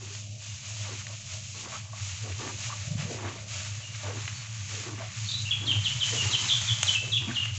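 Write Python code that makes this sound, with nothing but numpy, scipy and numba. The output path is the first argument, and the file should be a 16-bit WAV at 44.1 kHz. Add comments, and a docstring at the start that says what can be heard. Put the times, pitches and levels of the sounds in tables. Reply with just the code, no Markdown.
"""Cow feeding in an open shed

A cow feeds on fresh grass under dry straw, close to a phone. Straw rustles and blades tear as bunches of
tiny random breaks; stalks snap as noise bursts through resonances; the jaw grinds about every 0.8 s
through a moving mouth resonance. Wet smacks, low rubs and dull knocks are short tones.
A low hum wavers and throbs behind; a small bird of swooping tones, faint at first, chirps loudly at the end.
"""
import sys
import numpy as np
from scipy import signal
from scipy.fft import rfft, irfft, next_fast_len
from scipy.io import wavfile
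from scipy.ndimage import uniform_filter1d
from numba import njit

SR = 44100
rng = np.random.default_rng(int(sys.argv[2]) if len(sys.argv) > 2 else 0)


def transcribe(signal):
    """Save signal, clipped to [-1, 1], as a 16-bit WAV file at the path in sys.argv[1]."""
    frames = np.atleast_2d(signal).T
    limited = np.clip(frames, -1, 1)
    pcm = np.round(limited * 32767).astype(np.int16)
    wavfile.write(sys.argv[1], SR, pcm)


N = 334258
T = np.arange(N) / SR


def undb(db):
    """Turn decibels into a gain."""
    return 10 ** (np.asarray(db) / 20)


def unit(x):
    """Scale a sound to an average (rms) level of 1."""
    return x / np.sqrt(np.mean(x ** 2))


def curve(table):
    """Join (time_s, value) points with straight lines, sample by sample."""
    return np.interp(T, *np.transpose(table))


def add(track, start_s, sound):
    """Mix a sound into a track at a given time."""
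    i = int(start_s * SR)
    track[i:i + len(sound)] += sound[:N - i]


def walk(rate):
    """Wander smoothly and randomly with spread 1, taking `rate` new values a second."""
    k = int(SR / rate)
    steps = np.repeat(rng.standard_normal(N // k + 1), k)
    smooth = uniform_filter1d(uniform_filter1d(steps, k), k)
    return unit(smooth[:N])


def colour(x, points):
    """Filter through (pitch_hz, level_db) points, falling away beyond them, with no pre-echo; rms 1."""
    hz, db = np.transpose(points)
    size = next_fast_len(N + SR // 4) * 2
    log_f = np.log(np.maximum(np.arange(size // 2 + 1) * SR / size, 1))
    outside = np.abs(log_f - np.clip(log_f, np.log(hz[0]), np.log(hz[-1])))
    gain = undb(np.interp(log_f, np.log(hz), db) - 20 * outside)
    # folding the cepstrum gives a filter that only responds after its input
    cepstrum = irfft(np.log(gain))
    cepstrum[1:size // 2] *= 2
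    cepstrum[size // 2 + 1:] = 0
    response = np.exp(rfft(cepstrum))
    return unit(irfft(rfft(x, size) * response)[:N])


def ring(x, modes):
    """Pass a sound through side-by-side resonances (pitch_hz, width_hz, level_db)."""
    out = 0
    for hz, width, db in modes:
        out = out + undb(db) * signal.lfilter(*signal.iirpeak(hz, hz / width, fs=SR), x)
    return out


def fibres(rate, spread_db, bunch_db, bunch_rate):
    """Tiny fractures, `rate` a second at random moments, mostly small, that come in bunches."""
    breaks = rng.random(N) < rate / SR
    sizes = undb(spread_db * np.minimum(rng.exponential(size=N), 4))
    signs = rng.choice([-1, 1], N)
    return breaks * sizes * signs * undb(bunch_db * walk(bunch_rate))


def efforts(table, attack_s, release_s, sag_db_per_s):
    """Each event builds up, holds while it sags, and dies away; one gain curve per dB column."""
    power = np.zeros((2, N))
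    for start_s, length_s, *levels_db in table:
        near = np.abs(T - start_s) < 1 / 2
        t = T[near] - start_s
        attack = (1 + np.tanh(t / attack_s)) / 2
        release = np.exp(-(np.maximum(t - length_s, 0) / release_s) ** 2)
        shape = attack * undb(-sag_db_per_s * t) * release
        power[:, near] += np.outer(undb(levels_db), shape) ** 2
    return np.sqrt(power)


# Pushes of the muzzle through the fodder: start_s, length_s, straw_rustle_db, grass_tearing_db
MUZZLE_PUSHES = [(0.02, 0.1, -47.5, -52.5), (.115, 0.047, -43.5, -53.5), (.405, .16, -43.5, -51.5),
                 (.635, 0.14, -41, -49.5), (.79, 0.069, -41, -48.5), (.91, 0.074, -42.5, -48),
                 (1.07, 0.13, -44, -55), (1.27, 0.054, -40.5, -49.5), (1.42, 0.071, -43, -54.5),
                 (1.555, 0.026, -39.5, -49), (1.695, 0.029, -40.5, -46), (1.95, 0.11, -43, -48.5),
                 (2.015, 0.19, -42, -48), (2.24, 0.12, -45.5, -49), (2.375, 0.13, -40.5, -48),
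                 (2.585, .05, -36.5, -43.5), (2.72, 0.16, -42, -48.5), (2.98, 0.0087, -39.5, -42.5),
                 (3.085, 0.02, -40.5, -46.5), (3.21, 0.15, -48, -46), (3.485, 0.16, -39, -43.5),
                 (3.72, 0.17, -45, -49.5), (3.945, .2, -43, -45), (4.185, 0.26, -43, -45.5),
                 (4.53, 0.14, -43, -48), (4.685, .15, -40, -45.5), (4.945, 0.18, -47.5, -46.5),
                 (5.15, 0.29, -39.5, -48), (5.47, 0.18, -46.5, -47.5), (5.66, 0.16, -42.5, -45),
                 (5.835, 0.17, -37.5, -44.5), (6.045, 0.28, -31.5, -38.5), (6.385, 0.15, -32.5, -40),
                 (6.595, 0.19, -35.5, -40), (6.835, 0.07, -31.5, -39), (7.0, 0.16, -42, -48),
                 (7.255, .19, -43.5, -43.5), (7.545, .03, -40, -49.5)]


def pushes():
    """The muzzle shoves into the heap and eases off: gain curves for straw and grass."""
    return efforts(MUZZLE_PUSHES, attack_s=0.029, release_s=0.097, sag_db_per_s=8.5)


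# Tone of sliding straw: pitch_hz, relative_level_db (per Hz)
STRAW_COLOUR = [(1500, -43), (2300, -7.5), (2750, -4), (3400, -6.5), (4300, -6), (5200, -6.5), (6000, -3),
                (6600, -0.5), (7300, -3), (7800, -12), (8200, -28)]
# Tone of tearing grass: pitch_hz, relative_level_db (per Hz)
GRASS_COLOUR = [(600, -33.5), (1200, -3.5), (1600, -4), (2000, -0.5), (2500, 1), (3200, -3.5), (4200, -6.5),
                (6000, -29.5)]
STRAW_REST_DB, GRASS_REST_DB = -49.5, -67.5  # the heap settling between pushes


def fodder(rustle, tear):
    """Dry straw slides in a fine dense crackle; fresh blades tear in coarser, duller grains."""
    straw = colour(fibres(rate=9000, spread_db=2.5, bunch_db=0.5, bunch_rate=63), STRAW_COLOUR)
    grass = colour(fibres(rate=3000, spread_db=1.0, bunch_db=1.55, bunch_rate=70), GRASS_COLOUR)
    straw_gain = np.hypot(rustle, undb(STRAW_REST_DB))
    grass_gain = np.hypot(tear, undb(GRASS_REST_DB))
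    return straw_gain * straw + grass_gain * grass


# Strokes of the jaw, as the mouth's resonance slides: start_s, length_s, start_hz, lips_closed_hz
JAW_STROKES = [(0.0, .14, 350, 400), (0.869, .11, 540, 290), (1.534, .14, 470, 310), (2.192, .36, 483, 328),
               (3.051, .31, 502, 300), (4.062, 0.16, 560, 320), (4.672, 0.33, 500, 303),
               (5.561, .22, 382, 280), (6.107, .38, 452, 330), (7.016, 0.4, 481, 249)]
MOUTH_OPEN_HZ, MOUTH_MOVE_S = 613, 0.023


def mouth_resonance():
    """The resonance slides as the lips close through each chew, and comes back when they part."""
    hz = np.full(N, float(MOUTH_OPEN_HZ))
    for start_s, length_s, start_hz, closed_hz in JAW_STROKES:
        closing = (T >= start_s) & (T < start_s + length_s)
        hz[closing] = np.geomspace(start_hz, closed_hz, closing.sum())
    return uniform_filter1d(hz, int(MOUTH_MOVE_S * SR))


@njit
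def cavity(x, hz, width):
    """A hollow that rings around one pitch: a band-pass whose centre moves sample by sample."""
    y, band, low = np.empty(len(x)), 0., 0.
    for i in range(len(x)):
        g, k = np.tan(np.pi * hz[i] / SR), width / hz[i]
        v = (band + g * (x[i] - low)) / (1 + g * (g + k))
        band, low, y[i] = 2 * v - band, low + 2 * g * v, k * v
    return y


# Wads of grass giving way between the teeth: start_s, length_s, grinding_db, crunch_db
GRASS_CRUSHES = [(0.0, 0.074, -56, -57), (.85, 0.072, -46.5, -48), (1.08, 0.033, -50.5, -51.5),
                 (1.32, 0.042, -54, -58), (1.545, 0.11, -54.5, -52.5), (1.64, 0.04, -48, -49.5),
                 (1.718, 0.017, -50, -42.5), (1.83, 0.055, -65, -57.5), (1.928, 0.0062, -63, -50),
                 (2.245, 0.034, -41.5, -52), (2.395, 0.072, -42, -43), (2.465, 0.037, -42, -44.5),
                 (2.695, 0.035, -69, -44.5), (2.98, 0.089, -47.5, -53.5), (3.095, 0.039, -37.5, -51),
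                 (3.17, .06, -47, -45.5), (3.232, 0.043, -39.5, -40), (3.31, 0.027, -48.5, -51),
                 (4.04, 0.051, -40.5, -41), (4.11, 0.067, -45.5, -48), (4.705, 0.18, -51, -58),
                 (4.855, 0.071, -46.5, -46.5), (4.982, 0.044, -44.5, -47), (5.615, 0.13, -46.5, -48.5),
                 (6.125, 0.046, -40, -49.5), (6.22, 0.12, -45.5, -45.5), (6.39, 0.15, -52.5, -46.5),
                 (6.82, 0.088, -54, -49), (7.025, 0.087, -49, -56), (7.21, .02, -48.5, -49),
                 (7.275, 0.0053, -39.5, -42)]
# Tone of the grinding before the mouth: pitch_hz, relative_level_db (per Hz)
GRIND_COLOUR = [(150, -27.5), (205, 2), (243, 8.5), (272, 3), (305, 2), (400, -2.5), (520, -1), (680, 1),
                (820, -6), (1050, -21), (2500, -47.5)]
# Tone of the crunch: pitch_hz, relative_level_db (per Hz)
CRUNCH_COLOUR = [(450, -30.5), (700, -7.5), (900, -0.5), (1030, -3.5), (1150, 1), (1300, -7), (1500, -6),
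                 (2000, -9), (4000, -35)]
# Light grinding that goes on between the crushes: time_s, level_db
LIGHT_GRINDING = [(0, -66), (.35, -59.5), (.58, -70.5), (.75, -57), (1.45, -68.5), (2.1, -66), (2.9, -55),
                  (3.45, -55), (3.9, -61.5), (4.5, -66), (5.4, -68.5), (6.3, -61.5), (7.58, -64)]
GATHERING_DB = -10.5  # the lips gathering blades, against the tearing


def chewing(tear, mouth_width_hz=92.0, cheek_db=-14):
    """Teeth crush the stems; the grinding rings in the mouth and a little leaks through the cheeks."""
    grind, bite = efforts(GRASS_CRUSHES, attack_s=0.014, release_s=0.038, sag_db_per_s=26)
    molars = colour(fibres(rate=1100, spread_db=3.5, bunch_db=0.34, bunch_rate=66), GRIND_COLOUR)
    mouth = cavity(molars, mouth_resonance(), float(mouth_width_hz)) + undb(cheek_db) * molars
    crunch = colour(fibres(rate=1400, spread_db=3.0, bunch_db=1.0, bunch_rate=70), CRUNCH_COLOUR)
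    grind_gain = np.hypot(grind, undb(curve(LIGHT_GRINDING)))
    crunch_gain = np.hypot(bite, undb(GATHERING_DB) * tear)
    return grind_gain * unit(mouth) + crunch_gain * crunch


# Stalks snapping: start_s, peak_db, brightness_db (gain of the splitting ring)
STALK_SNAPS = [(0.149, -32.5, -16), (1.067, -26.5, -14), (1.649, -40, -19), (1.722, -35, -16),
               (2.475, -30, -18), (3.01, -29.5, -14), (3.25, -39, -19), (3.283, -29, -28),
               (4.254, -29, -14), (4.278, -22, -20), (4.692, -34, -5), (6.614, -24, -3), (6.83, -9, 7.5),
               (7.222, -30, -23), (7.282, -28, -24), (7.367, -29, -26), (7.455, -24.5, -6)]
# What the body of a stalk rings with: pitch_hz, width_hz, level_db
BODY_RING = [(650, 110, -15.5), (1110, 190, -7), (1760, 300, -7.5), (2380, 950, 11), (3280, 800, -21.5)]
# What a splitting stalk rings with: pitch_hz, width_hz, level_db
SPLIT_RING = [(3050, 870, 10.5), (4860, 1400, -14), (6300, 99, 20.5)]


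def snaps(crack_s=0.0019, splinter_s=0.0061, splinter_db=-21):
    """A stalk gives way in a short burst and splinters on; dry ones split brightly."""
    out, t = np.zeros(N), T[:SR // 16]
    soften = signal.butter(2, 4200, fs=SR, output="sos")
    crack = t / crack_s * np.exp(1 - 2 * t / crack_s)
    burst = crack + undb(splinter_db) * np.exp(-t / splinter_s)
    for start_s, peak_db, bright_db in STALK_SNAPS:
        force = burst * rng.standard_normal(len(t))
        body = signal.sosfilt(soften, ring(force, BODY_RING))
        snap = body + undb(bright_db) * ring(force, SPLIT_RING)
        add(out, start_s, undb(peak_db) * snap / np.abs(snap).max())
    return out


# Wet smacks and low rubs near the mouth: start_s, pitch_hz, fade_by_60_db_s, level_db (before the fades)
SMACKS_AND_RUBS = [(.018, 373, 0.15, -42), (.103, 398, 0.15, -43.5), (1.735, 1150, 0.054, -31),
                   (1.752, 1290, 0.081, -33), (1.93, 1110, 0.05, -33), (1.933, 660, 0.035, -33),
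                   (2.701, 1060, 0.021, -20), (2.725, 1140, 0.04, -22.5), (3.102, 447, 0.036, -26),
                   (4.77, 432, 0.14, -42), (4.862, 354, 0.12, -34), (4.915, 308, .11, -36.5),
                   (5, 650, 0.16, -35), (5.026, 727, 0.15, -40.5), (6.145, 428, 0.11, -55),
                   (7.284, 245, 0.23, -30), (7.302, 1770, 0.034, -26), (7.311, 1540, 0.022, -19)]


def smacks_and_rubs(rise=0.065, onset_s=0.0032):
    """A smack or low rub rings briefly, rising a little in pitch."""
    out, t = np.zeros(N), T[:SR // 6]
    for start_s, hz, t60, db in SMACKS_AND_RUBS:
        fade = (1 - np.exp(-t / onset_s)) * np.exp(-np.log(1000) * t / t60)
        phase = 2 * np.pi * np.cumsum(hz * (1 + rise * t / t60)) / SR
        add(out, start_s, undb(db) * fade * np.sin(phase))
    return out


# Dull knocks of the muzzle in the trough: middle_s, pitch_hz, half_length_s (to 37 %), swell_db
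TROUGH_KNOCKS = [(2.88, 125, 0.0067, -28), (2.919, 149, 0.01, -25), (2.957, 157, 0.0039, -23.5),
                 (2.999, 143, 0.012, -25.5), (3.033, 170, 0.0069, -32), (3.054, 149, 0.0044, -26.5),
                 (3.09, 157, 0.01, -35.5), (7.286, 236, 0.0087, -29.5)]


def knocks():
    """Soft pushes swell and die within a few low cycles."""
    out, t = np.zeros(N), T[:SR // 10] - 1 / 20
    for middle_s, hz, half_s, db in TROUGH_KNOCKS:
        swell = undb(db) * np.exp(-(t / half_s) ** 2)
        add(out, middle_s + t[0], swell * np.sin(2 * np.pi * hz * t))
    return out


# Bird notes: start_s, length_s, start_hz, held_hz, closing_hz, level_db (before shaping and mixing),
# rasp_share (pitch scatter as a share of the pitch)
BIRD_NOTES = [(0.479, 0.036, 2900, 2790, 2790, -48, 0.0045), (3.829, 0.035, 2950, 2820, 2820, -40, 0.0044),
              (4.343, .04, 4400, 4410, 4370, -44, 0.023), (5.258, 0.026, 4450, 4250, 4230, -35.5, 0.034),
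              (5.286, 0.013, 3840, 4080, 4080, -25.5, 0.052),
              (5.314, 0.0098, 3860, 4010, 4080, -25.5, 0.083), (5.338, 0.018, 3955, 4100, 3984, -25, 0.029),
              (5.36, 0.012, 3800, 3970, 3920, -28.5, 0.079), (5.453, 0.038, 2950, 2845, 2510, -31, 0.033),
              (5.508, 0.013, 3380, 3410, 3320, -18.5, 0.0036), (5.51, 0.022, 3250, 3000, 2295, -24, 0.0093),
              (5.661, 0.063, 4400, 3184, 2520, -20, 0.011), (5.84, 0.037, 4200, 3150, 2650, -20, 0.0094),
              (5.999, 0.044, 4000, 3088, 2790, -20.5, 0.0084), (6.16, 0.07, 3500, 2861, 2830, -25, 0.017),
              (6.312, 0.014, 4280, 4060, 3770, -25.5, 0.042),
              (6.317, 0.041, 4200, 3094, 2720, -19.5, 0.021), (6.482, 0.05, 4150, 3290, 3254, -18.5, 0.053),
              (6.676, 0.042, 3700, 3310, 3186, -21, 0.033), (6.866, 0.037, 4150, 3014, 3040, -16, 0.0068),
              (6.936, 0.045, 3250, 2628, 2634, -20.5, 0.006), (7.118, 0.031, 3910, 3165, 3526, -16, 0.016),
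              (7.154, 0.029, 3885, 2945, 2470, -23, 0.015), (7.345, 0.046, 4294, 2857, 2873, -21, 0.01),
              (7.407, 0.031, 3500, 2844, 2674, -25, 0.012)]


def bird(swoop_s=0.013, close_s=0.008, onset_s=0.0014, release_s=0.0019, flutter_db=-0.65, strain_db=-28):
    """Each note swoops to a held pitch and bends as the beak closes; a fast quaver makes some rasp."""
    out, quaver, flutter = np.zeros(N), walk(600), undb(flutter_db * walk(300))
    for start_s, length_s, start_hz, held_hz, close_hz, db, rasp in BIRD_NOTES:
        t = T[:int(length_s * SR)]
        now = int(start_s * SR) + np.arange(len(t))
        swoop = (start_hz - held_hz) * np.exp(-(t / swoop_s) ** 2)
        closing = (close_hz - held_hz) * np.exp((t - length_s) / close_s)
        hz = held_hz + swoop + closing
        phase = 2 * np.pi * np.cumsum(hz * (1 + rasp * quaver[now])) / SR
        swell = np.tanh((t / onset_s) ** 2) * np.tanh((length_s - t) / release_s)
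        # the voice is thinner for each octave that it is still above the held pitch
        strain = strain_db * np.log2(np.maximum(hz / held_hz, 1))
        add(out, start_s, undb(db + strain) * swell * flutter[now] * np.sin(phase))
    return out


# Slow drift of the hum: time_s, level_db
HUM_DRIFT = [(0, -44), (.8, -43), (3.3, -40.5), (5, -39), (5.8, -42.5), (7.58, -38)]
# The hum swells or sinks briefly: middle_s, half_length_s (to 37 %), change_db
HUM_SWELLS = [(0.503, 0.022, 8), (0.622, 0.032, -23), (.77, 0.12, 4.5), (1.23, 0.023, -19),
              (1.35, 0.037, 7), (1.7, 0.066, -28), (1.815, 0.027, 3), (2.042, 0.03, 4.5), (2.245, 0.017, 4),
              (2.65, 0.11, -5.5), (3.42, 0.067, -6), (3.65, 0.056, 6), (4.38, 0.03, -10),
              (4.534, 0.035, 4.5), (5.12, .03, -10), (5.233, .03, 7), (5.746, 0.091, 10.5),
              (6.269, 0.026, 12), (6.425, 0.025, -5), (6.713, .04, 13.5), (7.206, 0.03, 6.5)]


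def hum(hz=104.0, waver_hz=5, throb_db=3.0, throb_rate=25, flutter_db=0.5, mains_hz=100, buzz_db=-64):
    """A low tone wavers in pitch and throbs in level, with a faint mains buzz."""
    phase = 2 * np.pi * np.cumsum(hz + waver_hz * walk(34)) / SR
    surges = sum(db * np.exp(-((T - s) / half_s) ** 2) for s, half_s, db in HUM_SWELLS)
    level_db = curve(HUM_DRIFT) + surges + throb_db * walk(throb_rate) + flutter_db * walk(45)
    tone = undb(level_db) * np.sin(phase)
    # only the second and third multiples of mains_hz sound
    second = np.sin(2 * np.pi * 2 * mains_hz * T)
    third = undb(-9.5) * np.sin(2 * np.pi * 3 * mains_hz * T)
    buzz = undb(buzz_db + 2.8 * walk(8.2)) * (second + third)
    return np.sqrt(2) * (tone + buzz)  # a sine's peak is sqrt(2) times its rms


# Tone of the rumble under the hum: pitch_hz, relative_level_db (per Hz)
RUMBLE_COLOUR = [(25, -11), (40, -41.5), (60, -20.5), (80, -5.5), (98, -8), (112, 4), (130, 2.5),
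                 (150, -13.5), (195, -11.5), (230, -27.5), (400, -43), (620, -28), (900, -51.5),
                 (3000, -52.5)]
# Slow drift of the rumble: time_s, level_db
RUMBLE_DRIFT = [(0, -49.5), (1.8, -47), (3.4, -45), (5, -47), (5.8, -38), (7.58, -42)]


def rumble():
    """Random noise, narrowed to low pitches, drifts slowly in level."""
    return undb(curve(RUMBLE_DRIFT)) * colour(rng.standard_normal(N), RUMBLE_COLOUR)


def shed(x, early_db, late_db, early_t60=0.32, late_t60=0.89, gap_s=0.006):
    """Quick reflections from the near walls, then a thin longer tail, as fading noise (t60 in s)."""
    t = T[:SR]
    response = 0
    for db, t60 in (early_db, early_t60), (late_db, late_t60):
        tail = rng.standard_normal(SR) * np.exp(-np.log(1000) * t / t60) * (t > gap_s)
        response = response + undb(db) * tail / np.linalg.norm(tail)
    return signal.fftconvolve(x, response)[:N]


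def scene():
    """The cow is close and nearly dry, the bird further off; both channels are alike."""
    rustle, tear = pushes()
    cow = fodder(rustle, tear) + chewing(tear) + snaps() + smacks_and_rubs()
    chirps = bird()
    mono = cow + shed(cow, early_db=-19, late_db=-19.5)
    mono = mono + knocks() + hum() + rumble()
    mono = mono + undb(-3.0) * chirps + shed(chirps, early_db=-3, late_db=-8.5)
    return np.array([mono, mono])


TOP_HZ = 8300


def record(dry):
    """The phone cuts the top steeply: a low-pass with 0.2 dB ripple and an 85 dB drop."""
    return signal.sosfilt(signal.ellip(12, 0.2, 85, TOP_HZ, fs=SR, output="sos"), dry)


dry = scene()
out = record(dry)
transcribe(out)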